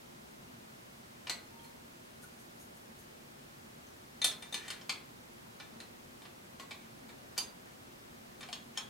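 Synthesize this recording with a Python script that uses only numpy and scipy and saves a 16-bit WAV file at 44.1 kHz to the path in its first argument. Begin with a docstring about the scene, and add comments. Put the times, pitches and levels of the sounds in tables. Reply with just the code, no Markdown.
"""Assembling a rifle at a table

Steel parts are fitted together in a small wood-panelled room. Each contact is a chatter of tiny
impacts that rings the receiver, carrier, catch or cover and rebounds once: light ones knock, hard
ones clack. A loose part slides in the fingers, steel scrapes home and flannel sleeves rustle.
A stereo microphone a metre or two away hears the walls answer, an appliance hum and its own hiss."""
import sys
import numpy as np
from scipy import signal
from scipy.fft import rfft, irfft
from scipy.io import wavfile

SR = 44100
rng = np.random.default_rng(int(sys.argv[2]) if len(sys.argv) > 2 else 0)


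def waveform_to_disk(signal):
    """Save audio, clipped to [-1, 1], as 16-bit WAV at the path in sys.argv[1]."""
    frames = np.transpose(np.atleast_2d(signal))
    scaled = np.clip(frames, -1, 1) * 32767
    samples = np.round(scaled).astype(np.int16)
    wavfile.write(sys.argv[1], SR, samples)


N = 392225


def undb(db):
    """Decibels to gain."""
    return 10 ** (np.asarray(db) / 20)


def unit(x):
    """Scale to rms 1."""
    return x / np.sqrt(np.mean(x ** 2) + 1e-30)


def attack_rms(x):
    """Strength of the first 12 ms."""
    return np.sqrt(np.mean(x[:int(.012 * SR)] ** 2))


def freqs(x):
    """Frequency of each spectral bin of x, at least 1 Hz."""
    return np.maximum(np.fft.rfftfreq(x.shape[-1], 1 / SR), 1)


def lookup(points, hz):
    """Read (freq_hz, value) points on a log-frequency axis."""
    point_hz, value = np.transpose(points)
    return np.interp(np.log(hz), np.log(point_hz), value)


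def colour(x, points):
    """Equalise x with a curve of (freq_hz, gain_db) points."""
    return irfft(rfft(x) * undb(lookup(points, freqs(x))), x.shape[-1])


def cut(x, hz, kind):
    """Causal Butterworth filter."""
    return signal.sosfilt(signal.butter(4, hz, kind, fs=SR, output="sos"), x)


def add(track, start_s, x):
    """Mix x into the track at start_s."""
    i = int(start_s * SR)
    track[i:i + len(x)] += x[:len(track) - i]


def wander(rate_hz):
    """Random drift with rms 1."""
    return unit(np.interp(np.arange(N) / SR * rate_hz, np.arange(1024), rng.standard_normal(1024)))


def decay(t, t60_s):
    """Envelope that falls 60 dB in t60_s."""
    return np.exp(-np.log(1000) * t / t60_s)


def grit(samples, grain_db):
    """Grainy noise: each sample has its own random level."""
    return rng.standard_normal(samples) * undb(grain_db * rng.standard_normal(samples))


def room_tone(air_mid_db=-57, air_side_db=-56, hum_side_db=-9):
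    """Room air and microphone hiss, with the low hum of a running appliance."""
    # colour of the air and hiss, mid and side: freq_hz, gain_db
    air_mid = [(12, -52), (20, -19.5), (129, -5), (185, -6), (232, -3), (315, -11), (352, -10), (393, -11),
               (491, -13.5), (581, -14), (811, -16.5), (1010, -17.5), (2470, -21.5), (6360, -25),
               (15500, -30)]
    air_side = [(12, -58), (20, -28), (49, -30), (70, -23), (133, -19), (191, -9.5), (274, -5.5),
                (382, -2.5), (452, -4), (549, -1), (1770, -8), (6360, -20), (15500, -26)]
    # the appliance's narrow resonances: centre_hz, width_hz, level_db
    hum_bands = [(117, 7.4, -81.5), (144, 1.7, -74), (229, 17, -67.5), (252.2, 18, -71.5), (352.7, 17, -72)]
    mid = undb(air_mid_db) * unit(colour(rng.standard_normal(N), air_mid))
    side = undb(air_side_db) * unit(colour(rng.standard_normal(N), air_side))
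    for centre_hz, width_hz, level_db in hum_bands:
        resonance = 1 / (1 + (2 * (freqs(mid) - centre_hz) / width_hz) ** 2)
        hum = undb(level_db) * unit(irfft(rfft(rng.standard_normal((2, N))) * resonance, N))
        mid += hum[0]
        side += undb(hum_side_db) * hum[1]
    return np.array([mid + side, mid - side])


def sleeves(rest_db=-69.5, swell_s=0.29):
    """Flannel rustles unevenly and swells with each move of the arms."""
    # colour of soft flannel: freq_hz, gain_db
    flannel = [(40, -19), (150, -2), (400, -3.5), (1000, -10.5), (3000, -23), (12000, -40)]
    # moves of the arms: peak_s, level_db
    arm_moves = [(4.5, -72), (5.75, -61), (7.2, -61.5), (7.9, -62.5), (8.5, -64.5)]
    t = np.arange(N) / SR
    swells = sum(undb(db) ** 2 * np.exp(-((t - peak_s) / swell_s) ** 2) for peak_s, db in arm_moves)
    rustle = unit(colour(rng.standard_normal((2, N)), flannel))
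    return rustle * np.sqrt(undb(rest_db) ** 2 + swells) * undb(wander(12))


def ring(modes, t, scatter_db=0.9):
    """Decaying modes; every blow lands on another spot and weights them anew."""
    pitch_hz, gain_db, t60_s = np.transpose(modes)[:, :, None]
    gain = undb(gain_db + scatter_db * rng.standard_normal(pitch_hz.shape))
    phase = rng.random(pitch_hz.shape)
    return np.sum(gain * np.sin(2 * np.pi * (pitch_hz * t + phase)) * decay(t, t60_s), axis=0)


def finger_slides(slide_s=0.044, grain_db=5, rasp_db=-4):
    """Skin slips over a loose steel part, rasping and making it sing faintly."""
    # shifts in the fingers: start_s, level_db
    slides = [(1.622, -68), (2.21, -62), (2.38, -68), (2.586, -64.5), (2.74, -70), (2.975, -68)]
    # the loose part's modes: pitch_hz, gain_db, t60_s
    loose_modes = [(6190, 0, .08), (6850, -0.5, 0.1), (8030, -2, .1), (8950, 2, 0.07), (9500, 2, 0.051),
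                   (10200, -5, .1), (10750, -6, .1), (11300, 0, 0.097), (12900, -1, 0.1)]
    out, t = np.zeros(N), np.arange(SR // 3) / SR
    stroke = np.sin(np.pi * np.minimum(t / slide_s, 1))
    length_gain = np.sqrt(slide_s / t[-1])  # sets the level over the stroke's length
    for start_s, level_db in slides:
        slips = grit(len(t), grain_db) * stroke
        singing = unit(signal.fftconvolve(slips, ring(loose_modes, t))[:len(t)])
        rasp = undb(rasp_db) * unit(cut(slips, 4000, "highpass"))
        add(out, start_s, undb(level_db) * length_gain * (singing + rasp))
    return out


def light_touches():
    """Each light touch wakes a single resonance: a faint ping."""
    # pings: start_s, pitch_hz, level_db, t60_s
    touches = [(1.51, 924, -61.5, 0.72), (1.595, 3230, -57, 0.078), (1.642, 4215, -59, .09),
               (2.236, 1450, -52.5, 0.05), (3.868, 6220, -57, 0.05), (6.598, 1090, -44.5, 0.067),
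               (8.489, 715, -47.5, 0.052)]
    out, t = np.zeros(N), np.arange(SR // 3) / SR
    for start_s, pitch_hz, level_db, t60_s in touches:
        add(out, start_s, undb(level_db) * np.sin(2 * np.pi * pitch_hz * t) * decay(t, t60_s))
    return out


def scrape(trim_db=-5, grain_db=6, snag_db=3):
    """Dense stick-slip as steel drags along its seat; each push swells and fades."""
    # colour of dragging steel: freq_hz, gain_db
    drag_colour = [(200, -31), (700, 1), (1200, -2), (1750, 11), (2400, 3), (2900, 4), (4200, -1),
                   (7000, -4), (15000, -24)]
    # pushes home: start_s, length_s, level_db (before the trim)
    pushes = [(4.42, 0.071, -65), (4.54, 0.26, -52.5), (6.8, 0.08, -62), (7.362, 0.025, -52),
              (7.656, 0.046, -63), (8.749, 0.067, -47)]
    slips = unit(colour(grit(N, grain_db), drag_colour))
    pressure = np.zeros(N)
    for start_s, length_s, level_db in pushes:
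        add(pressure, start_s, undb(level_db) * np.sqrt(np.hanning(int(length_s * SR))))
    return undb(trim_db) * slips * pressure * undb(snag_db * wander(110))


def contact(part, clack_db, ring_db, knock_db, tick_db, chatter_s,
            grain_db=5, body_db=-18, body_s=0.012, knock_hz=2200, tick_hz=5600):
    """Steel meets steel: tiny impacts die away, the gun's body and the struck part ring on."""
    # dense, quickly damped response of the whole gun: freq_hz, gain_db
    gun_body = [(100, -6), (300, -7.5), (500, -4), (700, -4.5), (1000, -0.5), (1400, -3), (2000, -3),
                (3300, 3), (4300, 4.5), (5600, -6.5), (8000, 2), (10000, -1), (12000, -9), (16000, -18)]
    # modes of each part, by name: pitch_hz, gain_db, t60_s
    part_modes = { "receiver": [(1745, -18.5, 0.22), (1978, -14.5, 0.16), (2362, -22.5, 0.17),
                  (2920, -35, .13), (3624, 7, 0.04), (3584, 4, 0.06), (3820, -3, 0.039), (4043, -2, 0.035),
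                  (4200, -2, 0.041), (5140, -36, 0.11), (6224, -8, 0.045), (6220, -5, 0.11),
                  (6630, -12, .06), (7850, -10, 0.091), (7860, -14, 0.084), (8689, -9, 0.087),
                  (9810, -9.5, 0.083), (10000, -15, 0.09), (12630, -30, .07)], "carrier": [(1965, -8, .15),
                  (2160, -4, .07), (2420, -27, .07), (2820, -16, 0.085), (3190, -4, 0.047),
                  (4160, 11, 0.025), (4100, -3, 0.062), (4170, -2, 0.084), (4660, 2, 0.07),
                  (6130, -1, 0.057), (6300, 5, .09), (6870, 2, .07), (7860, 5, 0.082), (11830, 2, 0.081)],
                  "catch": [(373, -10.5, 0.03), (990, -10.5, 0.03), (2750, -9.5, 0.046), (3056, -9, 0.066),
                  (3540, -1.5, 0.035), (4520, -9, .1), (4626, -9, 0.088), (4660, 2.5, 0.057),
                  (4930, -4, .1), (6300, -1.5, 0.068), (6450, -9, 0.11), (8140, -24, 0.055),
                  (10580, -10, 0.046), (12700, -7, .025), (14700, -7, .01)], "cover": [(1050, -4, 0.048),
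                  (1642, -5.5, 0.054), (1803, -9, 0.037), (2100, -17, 0.066), (2330, -20, 0.06),
                  (2890, -4, 0.027), (3138, 1, 0.025), (3273, 4.5, 0.03), (3424, -1, 0.041),
                  (4220, -5.5, .04), (4400, -21, 0.036), (5360, -4.5, 0.056), (6600, 4.5, 0.047),
                  (8120, -6, .05)]}
    t = np.arange(SR // 3) / SR
    impacts = rng.standard_normal(len(t)) * undb(grain_db * np.clip(rng.standard_normal(len(t)), -2, 2))
    envelope = np.exp(-t / chatter_s) + undb(body_db) * np.exp(-t / body_s)
    crack = colour(impacts * envelope, gun_body) * (1 - t / t[-1])
    tone = ring(part_modes[part], t)
    attack = 1 - np.exp(-t / (0.49 * chatter_s))
    hit = (crack / attack_rms(crack) + undb(ring_db) * tone / attack_rms(tone)) * attack
    # a heavy push knocks, a sharp edge ticks; both are set against the clack
    knock = cut(hit, knock_hz, "lowpass")
    clack = cut(hit, [knock_hz, tick_hz], "bandpass")
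    tick = cut(hit, tick_hz, "highpass")
    bands = (knock, knock_db), (clack, 0), (tick, tick_db)
    balanced = sum(undb(clack_db + db) * band / attack_rms(band) for band, db in bands)
    return cut(balanced, 155, "highpass")  # small parts radiate no bass


def seating_parts(trim_db=-3, middling_db=-46, loose_s=0.0021, rebound_s=0.0075, seat_damping_db=10):
    """Parts click into place and rebound once; a longer chatter means a looser fit."""
    # contacts, often a lead-in tick and then the seating blow: start_s, part, clack_db (before the
    # trim), ring_db (against the crack), tick_db (against the clack), chatter_s
    contacts = [ (1.2694, "carrier", -43.5, -16, -16, 0.0045), (1.2958, "carrier", -33.5, -3, -7, 0.0017),
                (1.642, "carrier", -67, -8, -12, .003), (4.2171, "receiver", -30, 5.5, -15.5, 0.00026),
                (4.2434, "receiver", -25, -1.5, -3, 0.0011), (4.313, "cover", -48, 7, -8, 0.0012),
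                (4.422, "receiver", -48.5, -1, -5.5, 0.0029), (4.5248, "receiver", -41, 6, -5.5, 0.00098),
                (4.542, "receiver", -36, -2, -7, 0.0016), (4.6807, "receiver", -47.5, -4, -2.5, .0018),
                (4.7018, "cover", -41.5, -10.5, -6.5, 0.0035), (4.8125, "cover", -54, -6, -11, .0007),
                (4.893, "cover", -33.5, -7.5, -9, 0.003), (5.598, "receiver", -50, -4, -15, 0.0037),
                (5.802, "cover", -49, -13, -8, .0011), (6.219, "receiver", -58.5, -9, -5, .0013),
                (6.2504, "cover", -57.5, -10, -15, 0.0056), (6.597, "carrier", -49.5, -2, -5.5, .0021),
                (6.7077, "carrier", -46, -8.5, -11.5, 0.0044), (7.089, "carrier", -58.5, -15, -9, 0.0048),
                (7.3775, "catch", -35, 4, 2.5, .0031), (8.407, "receiver", -52.5, -4, -4, 0.0039),
                (8.428, "cover", -49.5, -3, -16, 0.0037), (8.4874, "cover", -55, -19, -6, 0.0017),
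                (8.5283, "cover", -39.5, -7, -10.5, 0.00042), (8.7736, "cover", -36, -1, -7, 0.002)]
    out = np.zeros(N)
    for start_s, part, clack_db, ring_db, tick_db, chatter_s in contacts:
        looseness = np.log2(chatter_s / loose_s)
        knock_db = -4.5 - 0.34 * (clack_db - middling_db) + 1.5 * looseness  # hard, snug: less knock
        add(out, start_s, contact(part, clack_db, ring_db, knock_db, tick_db, chatter_s))
        # a looser part rebounds harder; its seat damps the ring as it falls back
        rebound_db = clack_db - 10.5 + 3.5 * looseness
        rebound = contact(part, rebound_db, ring_db - seat_damping_db, knock_db, tick_db, chatter_s)
        add(out, start_s + rebound_s, rebound)
    return undb(trim_db) * out


def room(dry, onset_s=0.00044, table_db=-9, table_s=0.00167,
         wall_db=-11, wall_s=0.0066, wall_spread_s=0.0025, left_db=2):
    """Direct sound, a bounce off the table, a cluster from the near walls and a short diffuse tail."""
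    # decay of the panelled room: freq_hz, t60_s
    reverb_times = [(300, 0.74), (1000, 0.44), (2800, 0.3031), (7000, 0.1959), (15000, 0.25)]
    # stereo width of the reflections: freq_hz, side_gain_db
    width = [(150, -17), (400, -11), (800, -10), (1400, -3.5), (2500, -3.5), (4500, -4), (8000, -1),
             (15000, -1)]
    t = np.arange(int(.4 * SR)) / SR
    spectrum, tail = rfft(rng.standard_normal((2, len(t)))), 0
    edges_hz = np.r_[0, np.geomspace(300, SR / 2, 9)]
    for lo, hi in zip(edges_hz, edges_hz[1:]):
        band = irfft(spectrum * ((freqs(t) >= lo) & (freqs(t) < hi)), len(t))
        tail = tail + band * decay(t, lookup(reverb_times, (lo + hi) / 2))
    tail *= 1 - np.exp(-t / onset_s)
    walls = rng.standard_normal((2, len(t))) * np.exp(-((t - wall_s) / wall_spread_s) ** 2)
    mid, side = (unit(tail) + undb(wall_db) * unit(walls)) / np.sqrt(len(t))
    mid[int(table_s * SR)] += undb(table_db)
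    side = colour(side, width) * (1 - t / t[-1])
    response = np.array([mid + side, mid - side])
    response[:, 0] += undb([left_db / 2, -left_db / 2])  # direct sound, a little to the left
    return signal.fftconvolve(dry[None], response, axes=1)[:, :N]


def scene():
    """The steelwork sounds in the room, over a bed of room tone and sleeves."""
    steel = seating_parts() + scrape() + finger_slides() + light_touches()
    return room(steel) + room_tone() + sleeves()


def record(dry):
    """A steep low-pass cuts the top above 15850 Hz."""
    return signal.sosfilt(signal.ellip(10, .2, 70, 15850, fs=SR, output="sos"), dry)


dry = scene()
out = record(dry)
waveform_to_disk(out)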